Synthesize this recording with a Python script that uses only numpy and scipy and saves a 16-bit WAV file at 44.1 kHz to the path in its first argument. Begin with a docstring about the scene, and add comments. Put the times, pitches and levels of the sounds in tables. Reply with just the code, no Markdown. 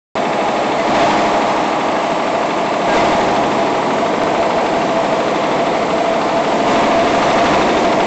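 """In a factory hall a reciprocating machine drones: each shaft turn repeats much the same throb and knock.
The machine is one waveform per turn built from overtones, which the hall recolours as the listener walks 2 m.
Around it are shaped noise for the rush of air, a wavering fan tone, clean whistles, squeaks and ticks.
The whole din surges now and then. A small recorder starts late, overloads into flat tops,
skips once and keeps little above 8 kHz."""
import sys
import numpy as np
from scipy import signal
from scipy.fft import rfft, irfft
from scipy.io import wavfile
from scipy.ndimage import uniform_filter1d, map_coordinates

SR = 44100
rng = np.random.default_rng(int(sys.argv[2]) if len(sys.argv) > 2 else 0)


def wav_record(signal):
    """Record a signal, one row per channel, as 16-bit PCM in the file named by sys.argv[1]."""
    frames = np.transpose(np.atleast_2d(signal))
    bounded = np.clip(frames, -1, 1)
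    # unit amplitude maps onto the largest positive 16-bit level
    quanta = np.round(bounded * 32767).astype(np.int16)
    wavfile.write(sys.argv[1], SR, quanta)


def boost_factor(decibels):
    """Convert a level in decibels to a linear amplitude factor."""
    exponent = np.asarray(decibels, float) / 20
    return 10 ** exponent


N = 355446

SHAFT_HZ = 12.864
START_S, SKIP_S, SKIPPED = .1537, 4.2361, 1024  # late start and skip in s, samples lost in the skip
T = np.arange(N) / SR
TURNS = SHAFT_HZ * T
HEARD = T + SKIPPED / SR * (T < SKIP_S - SKIPPED / SR / 2)  # time as heard, with the skip


def evened(x):
    """Scales to rms 1."""
    return x / np.sqrt(np.mean(x ** 2) + 1e-20)


def smooth(x, size, axis=-1):
    """Two running means in a row."""
    return uniform_filter1d(uniform_filter1d(x, size=size, axis=axis), size=size, axis=axis)


def read(points, hz):
    """A spectrum table on a log-frequency axis."""
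    f, value = np.transpose(points)
    return np.interp(np.log(hz + 1), np.log(f + 1), value)


def curve(rows):
    """Each column of a table in heard time, joined by straight lines."""
    s, *columns = np.transpose(rows)
    return [np.interp(HEARD, s, c) for c in columns]


def noise(spectrum, patchy_db):
    """Random short-time spectra whose level drifts in patches of time and frequency."""
    hz = np.fft.rfftfreq(1024, 1 / SR)
    a, b, patches = rng.standard_normal((N // 256 + 5, len(hz), 3)).T
    patches = uniform_filter1d(patches, size=10, axis=0)
    patches = evened(uniform_filter1d(patches, size=12, axis=1))
    z = (a + 1j * b) * boost_factor(read(spectrum, hz)[:, None] + patchy_db * patches)
    return evened(signal.istft(z, nperseg=1024, noverlap=768)[1][:N])


def blow(at_turn, rise_s, fall_s, per_turn=1):
    """An envelope of rms 1 that opens at a fixed angle of the shaft and dies away."""
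    since_s = (TURNS - at_turn) * per_turn % 1 / (SHAFT_HZ * per_turn)
    return evened((1 - np.exp(-since_s / rise_s)) * np.exp(-since_s / fall_s))


def ring(x, hz, width):
    """One resonance of gain 1: shifts its frequency to zero, smooths, and shifts back."""
    turn, r = np.exp(2j * np.pi * hz * T), np.exp(-np.pi * width / SR)
    return 2 * (turn * signal.lfilter([1 - r], [1, -r], x / turn)).real


# Rush of air and far machines. Each row: frequency in Hz, relative density in dB per Hz.
AIR_SPECTRUM = [(71, -49.5), (120, -20.5), (214, -8.5), (594, -7.5), (672, -1.5), (759, -7.5), (954, -6.5),
                (1430, -24), (2030, -21), (3690, -24.5), (5250, -31.5), (7460, -34), (8000, -34),
                (10400, -74.5), (17600, -120)]


def air():
    """Broadband flow noise with a drifting colour."""
    return boost_factor(-3) * noise(AIR_SPECTRUM, patchy_db=1.)


def thin():
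    """A thin high tone, its pitch wandering at random, chirps twice a turn."""
    wander_hz = 40 * evened(smooth(rng.standard_normal(N), 900))
    tone = np.sin(2 * np.pi * np.cumsum(7580 + wander_hz) / SR)
    return boost_factor(-50) * tone * blow(0.8, 0.0029, 0.0037, per_turn=2)


# Stray metal ticks. Each row: start in seconds, level in dB, frequency in Hz.
STRAY_TICKS = [(5.283, -27, 3610), (5.345, -27, 3550), (7.244, -29, 6040), (7.327, -29, 6010),
               (7.753, -27, 3590), (7.789, -26, 6070)]
# A loose part ticks once a turn for a while: turn numbers, shaft angle in turns, level in dB, Hz.
LOOSE_TURNS, LOOSE_ANGLE = range(94, 101), .025
LOOSE_DB, LOOSE_HZ = -22, 3690


def ticks():
    """Small metal parts tap and ring briefly: sines with a 1 ms rise that lose 60 dB in 68 ms."""
    loose = [((k + LOOSE_ANGLE) / SHAFT_HZ, LOOSE_DB, LOOSE_HZ) for k in LOOSE_TURNS]
    out = np.zeros(N)
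    for s, db, hz in STRAY_TICKS + loose:
        since_s = np.maximum(T - s, 0)
        envelope = boost_factor(db - 60 * since_s / 0.068) * (1 - np.exp(-since_s / .001))
        out += envelope * np.sin(2 * np.pi * hz * since_s)
    return out


# Short metal squeaks. Each row: start in seconds, length in seconds, frequency in Hz, level in dB.
METAL_SQUEAKS = [(0.783, 0.042, 2030, -27), (1.956, 0.054, 1646, -31), (2.884, .09, 1610, -23.5),
                 (2.94, 0.087, 2050, -26)]


def squeaks():
    """Brief pure tones that rise quickly, hold and fade."""
    out = np.zeros(N)
    for s, length, hz, db in METAL_SQUEAKS:
        u = np.clip((HEARD - s) / length, 0, 1)
        envelope = np.minimum(2 * np.sin(np.pi * u), 1) * (u < 1)
        out += np.sqrt(2) * boost_factor(db) * envelope * np.sin(2 * np.pi * hz * T)
    return out


# The drifting fan whine. Each row: time in seconds, centre frequency in Hz, level in dB against the din.
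WHINE_DRIFT = [(.2, 675, -8), (1.2, 676, -10), (1.7, 674.8, -8), (2.8, 676.2, -8), (3.5, 672.4, -7.5),
               (4., 670, -7), (4.5, 671.9, -9), (5., 666, -4), (5.5, 672, -8), (6.2, 670.5, -3),
               (6.55, 673, -9), (7., 674.5, -5), (8.05, 675.6, -9)]
HUNT_PER_S, HUNT_HZ, HUNT_DB, HUNT_START = 5.0, 9.3, 2, .3  # rate, pitch and level swing, start in radians
THROB_DB = 1.5  # rms


def whine():
    """The fan tone hunts with its belt in pitch and level, throbs and is roughened by turbulent flow."""
    a, b = smooth(rng.standard_normal((N, 2)), 900, axis=0).T
    rough = 1 + .8 * (evened(a) + 1j * evened(b))
    throb = evened(sum(np.sin(2 * np.pi * (f * T + rng.random())) / np.sqrt(f)
                       for f in np.geomspace(2, 12, num=24)))
    centre_hz, level_db = curve(WHINE_DRIFT)
    hunt = 2 * np.pi * HUNT_PER_S * T + HUNT_START
    phase = 2 * np.pi * np.cumsum(centre_hz + HUNT_HZ * np.sin(hunt)) / SR
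    tone = evened((rough * np.exp(1j * phase)).real)
    swell_db = THROB_DB * throb + HUNT_DB * np.sin(hunt + 1.5)
    return boost_factor(level_db) * evened(boost_factor(swell_db) * tone)


# The four overtones that stand out as clean whistles: multiples of the shaft rate.
WHISTLE_ORDERS = [25, 55, 64, 206]
# Each row: time in seconds, then the level of each whistle in dB against the din.
WHISTLE_LEVELS = [(.2, -18.5, -13, -10, -29), (.45, -14, -10, -6, -34), (.72, -18, -14.5, -18, -32),
                  (1.1, -25, -10.5, -10.5, -32), (1.8, -17.5, -12.5, -10, -26),
                  (2.7, -13, -12, -13.5, -24.5), (3.15, -14, -10.5, -10.5, -31), (3.8, -24, -16, -8, -40),
                  (4.1, -22.5, -9.5, -19, -38), (4.6, -15, -12.5, -10, -35),
                  (5.5, -14.5, -13.5, -19, -36.5), (6.2, -21, -11.5, -15, -38.5),
                  (7.1, -12.5, -12.5, -29, -33), (8.05, -18.5, -12.5, -23.5, -38.5)]


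def whistles():
    """Clean overtones of the shaft, sines locked to its turning."""
    return sum(np.sqrt(2) * boost_factor(level_db) * np.sin(2 * np.pi * (order * TURNS + rng.random()))
               for order, level_db in zip(WHISTLE_ORDERS, curve(WHISTLE_LEVELS)))


# The listener stands nearly still, then walks. Each row: time in seconds, distance walked in metres.
WALKED = [(0, 0), (3, .35), (8.06, 2)]


def repeating(gain, steady):
    """One waveform per turn; its overtones keep a steady share and drift in the rest along the walk."""
    moments, size = 81, 16384  # places along the walk, points per turn
    a, b = rng.standard_normal((moments + 1, len(gain), 2)).T
    z = a + 1j * b
    drift = smooth(z[:, 1:], 6, axis=1)
    drift /= abs(drift) ** .4  # evens out the fades
    drift /= np.sqrt(np.mean(abs(drift) ** 2))
    fixed = z[:, :1] / abs(z[:, :1])
    z = np.sqrt(steady) * fixed + np.sqrt(1 - steady) * drift
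    turn = irfft(z * gain[:, None], size, axis=0) * size / np.sqrt(2)
    turn = np.vstack([turn, turn[:1]])
    place = curve(WALKED)[0] / WALKED[-1][1] * (moments - 1)
    return map_coordinates(turn, [TURNS % 1 * size, place], order=1, mode="nearest")


# General colour of the shaft's overtones. Each row: frequency in Hz, relative level in dB per overtone.
DRONE_COLOUR = [(60, -80.5), (110, -49), (140, -46.5), (220, -36.5), (330, -38), (500, -39), (700, -41),
                (950, -41.5), (1200, -43), (1450, -51.5), (2200, -49.5), (3000, -64), (4000, -69)]
# Overtones that casing and pipes favour. Each row: multiple of the shaft rate, lift in dB.
CASING_LIFTS = [(11, 3), (17, 2), (21, 2), (24, 4), (34, 3), (39, 3), (41, 4), (43, 3), (45, 4), (47, 3),
                (48, 5), (50, 5), (51, 4), (54, 3), (63, 2), (74, 3), (90, 3), (91, 3)]


def drone():
    """All overtones of the shaft, with the direct thump and slam of each stroke."""
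    gain_db = read(DRONE_COLOUR, SHAFT_HZ * np.arange(320))
    order, lift_db = np.transpose(CASING_LIFTS)
    gain_db[order] += lift_db
    gain_db[[0] + WHISTLE_ORDERS] = -99  # leaves room for the whistles
    thump = blow(.68, .002, .004) * np.sin(2 * np.pi * 8 * (TURNS - .68))
    slam = -blow(.925, .0004, .0014) * np.sin(2 * np.pi * 750 * ((TURNS - .925) % 1) / SHAFT_HZ)
    overtones = evened(repeating(boost_factor(gain_db), steady=.25))
    return overtones + boost_factor(-25.0) * evened(thump) + boost_factor(-9.5) * evened(slam)


# The knock of each turn. Each row: frequency in Hz, relative level in dB.
KNOCK_SPECTRUM = [(800, -27), (1300, 7), (2000, -6.5), (2700, 0), (3600, -9), (4200, -11.5), (6000, -27.5)]
# What the knock rings. Each row: frequency in Hz, width in Hz, level in dB against the hit.
CASING_RINGS = [(1610, 22, -25.5), (2050, 71, -10), (2620, 28, -16), (3540, 82, -15.5)]


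def knock():
    """A sharp rattle once a turn, mostly alike from turn to turn, rings the casing."""
    gain = boost_factor(read(KNOCK_SPECTRUM, SHAFT_HZ * np.arange(520)))
    alike = evened(repeating(gain, steady=.2))
    gate = blow(.92, .005, .004) + .5 * blow(.93, .004, .02)
    hit = evened(gate * (.9 * alike + .35 * noise(KNOCK_SPECTRUM, patchy_db=1.)))
    return hit + sum(boost_factor(db) * evened(ring(hit, hz, width)) for hz, width, db in CASING_RINGS)


# The 170-570 Hz body, fuller as the listener moves in. Each row: time in seconds, band gain in dB.
BODY_GAIN = [(.2, -2), (1.5, -1.4), (2.5, -1.7), (3.3, 1.2), (4.3, 0.1), (5.1, 1.3), (6.3, 0.4), (7.2, 0.3),
             (8.05, 0.3)]


def with_body(x):
    """Raises or lowers the low-middle band along its curve."""
    band = signal.sosfiltfilt(signal.butter(2, (170, 570), "band", fs=SR, output="sos"), x)
    return x + (boost_factor(curve(BODY_GAIN)[0]) - 1) * band


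# The hall creeps up as the listener nears. Each row: time in seconds, steady gain of the din in dB.
HALL_GAIN = [(.2, -17.5), (.8, -16), (1.9, -17.5), (2.7, -17), (3.8, -17), (5.0, -16), (6.0, -16.5),
             (6.6, -15), (8.05, -15.5)]
# The din surges and settles. Each row: start in seconds, rise in seconds, lift in dB, settling in seconds.
DIN_SURGES = [(.84, 0.16, 6.5, 0.44), (2.85, 0.11, 7, .35), (6.64, 0.081, 4.5, 0.29), (6.95, 0.56, 5, 0.39)]


def loudness_db():
    """The steady hall plus each surge: a straight rise, then an exponential settling."""
    total_db = curve(HALL_GAIN)[0]
    for s, rise, db, settle in DIN_SURGES:
        settling = np.exp(-np.maximum(HEARD - s - rise, 0) / settle)
        total_db = total_db + db * np.clip((HEARD - s) / rise, 0, 1) * settling
    return total_db


def scene():
    """All machines swell together; squeaks, ticks and the thin tone keep their own level."""
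    knock_db = -19.5 + 1.1 * curve(WALKED)[0]  # grows per metre as the listener nears the machine
    machine = air() + boost_factor(knock_db) * knock() + boost_factor(-2.5) * drone()
    din = with_body(machine) + whistles() + whine()
    return (boost_factor(loudness_db()) * din + thin() + squeaks() + ticks())[None]


def low_pass(x):
    """Removes everything above the highest recorded frequency."""
    return signal.sosfilt(signal.butter(12, 9010, fs=SR, output="sos"), x)


def record(dry):
    """A bass cut, hard overload, a 16 kHz converter leaking a mirror image, a late start and one skip."""
    dry = signal.sosfilt(signal.butter(1, 90, "high", fs=SR, output="sos"), dry)
    x = np.clip(dry, -.345, .345)
    hz = np.fft.rfftfreq(N, 1 / SR)
    # the converter's low-pass; rows: frequency in Hz, gain in dB
    below = read([(7640, 0), (7720, -2.5), (8000, -13.0), (8300, -74.5)], hz)
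    x = irfft(rfft(x) * boost_factor(below), N)
    # the mirror image leaks around and above 8 kHz
    mirror = rfft(2 * x * np.cos(2 * np.pi * 16000 * T))
    leak = read([(7700, -63.5), (8000, -11.5), (8350, -9.5), (8700, -22.0), (9150, -55.5), (9400, -87)], hz)
    x = x + irfft(mirror * boost_factor(leak) * (hz < SR / 4), N)
    cut = round(SKIP_S * SR)
    x = np.hstack([np.zeros((1, SKIPPED)), x[:, :cut - SKIPPED], x[:, cut:]])
    return low_pass(x * (T > START_S))


dry = scene()
out = record(dry)
wav_record(out)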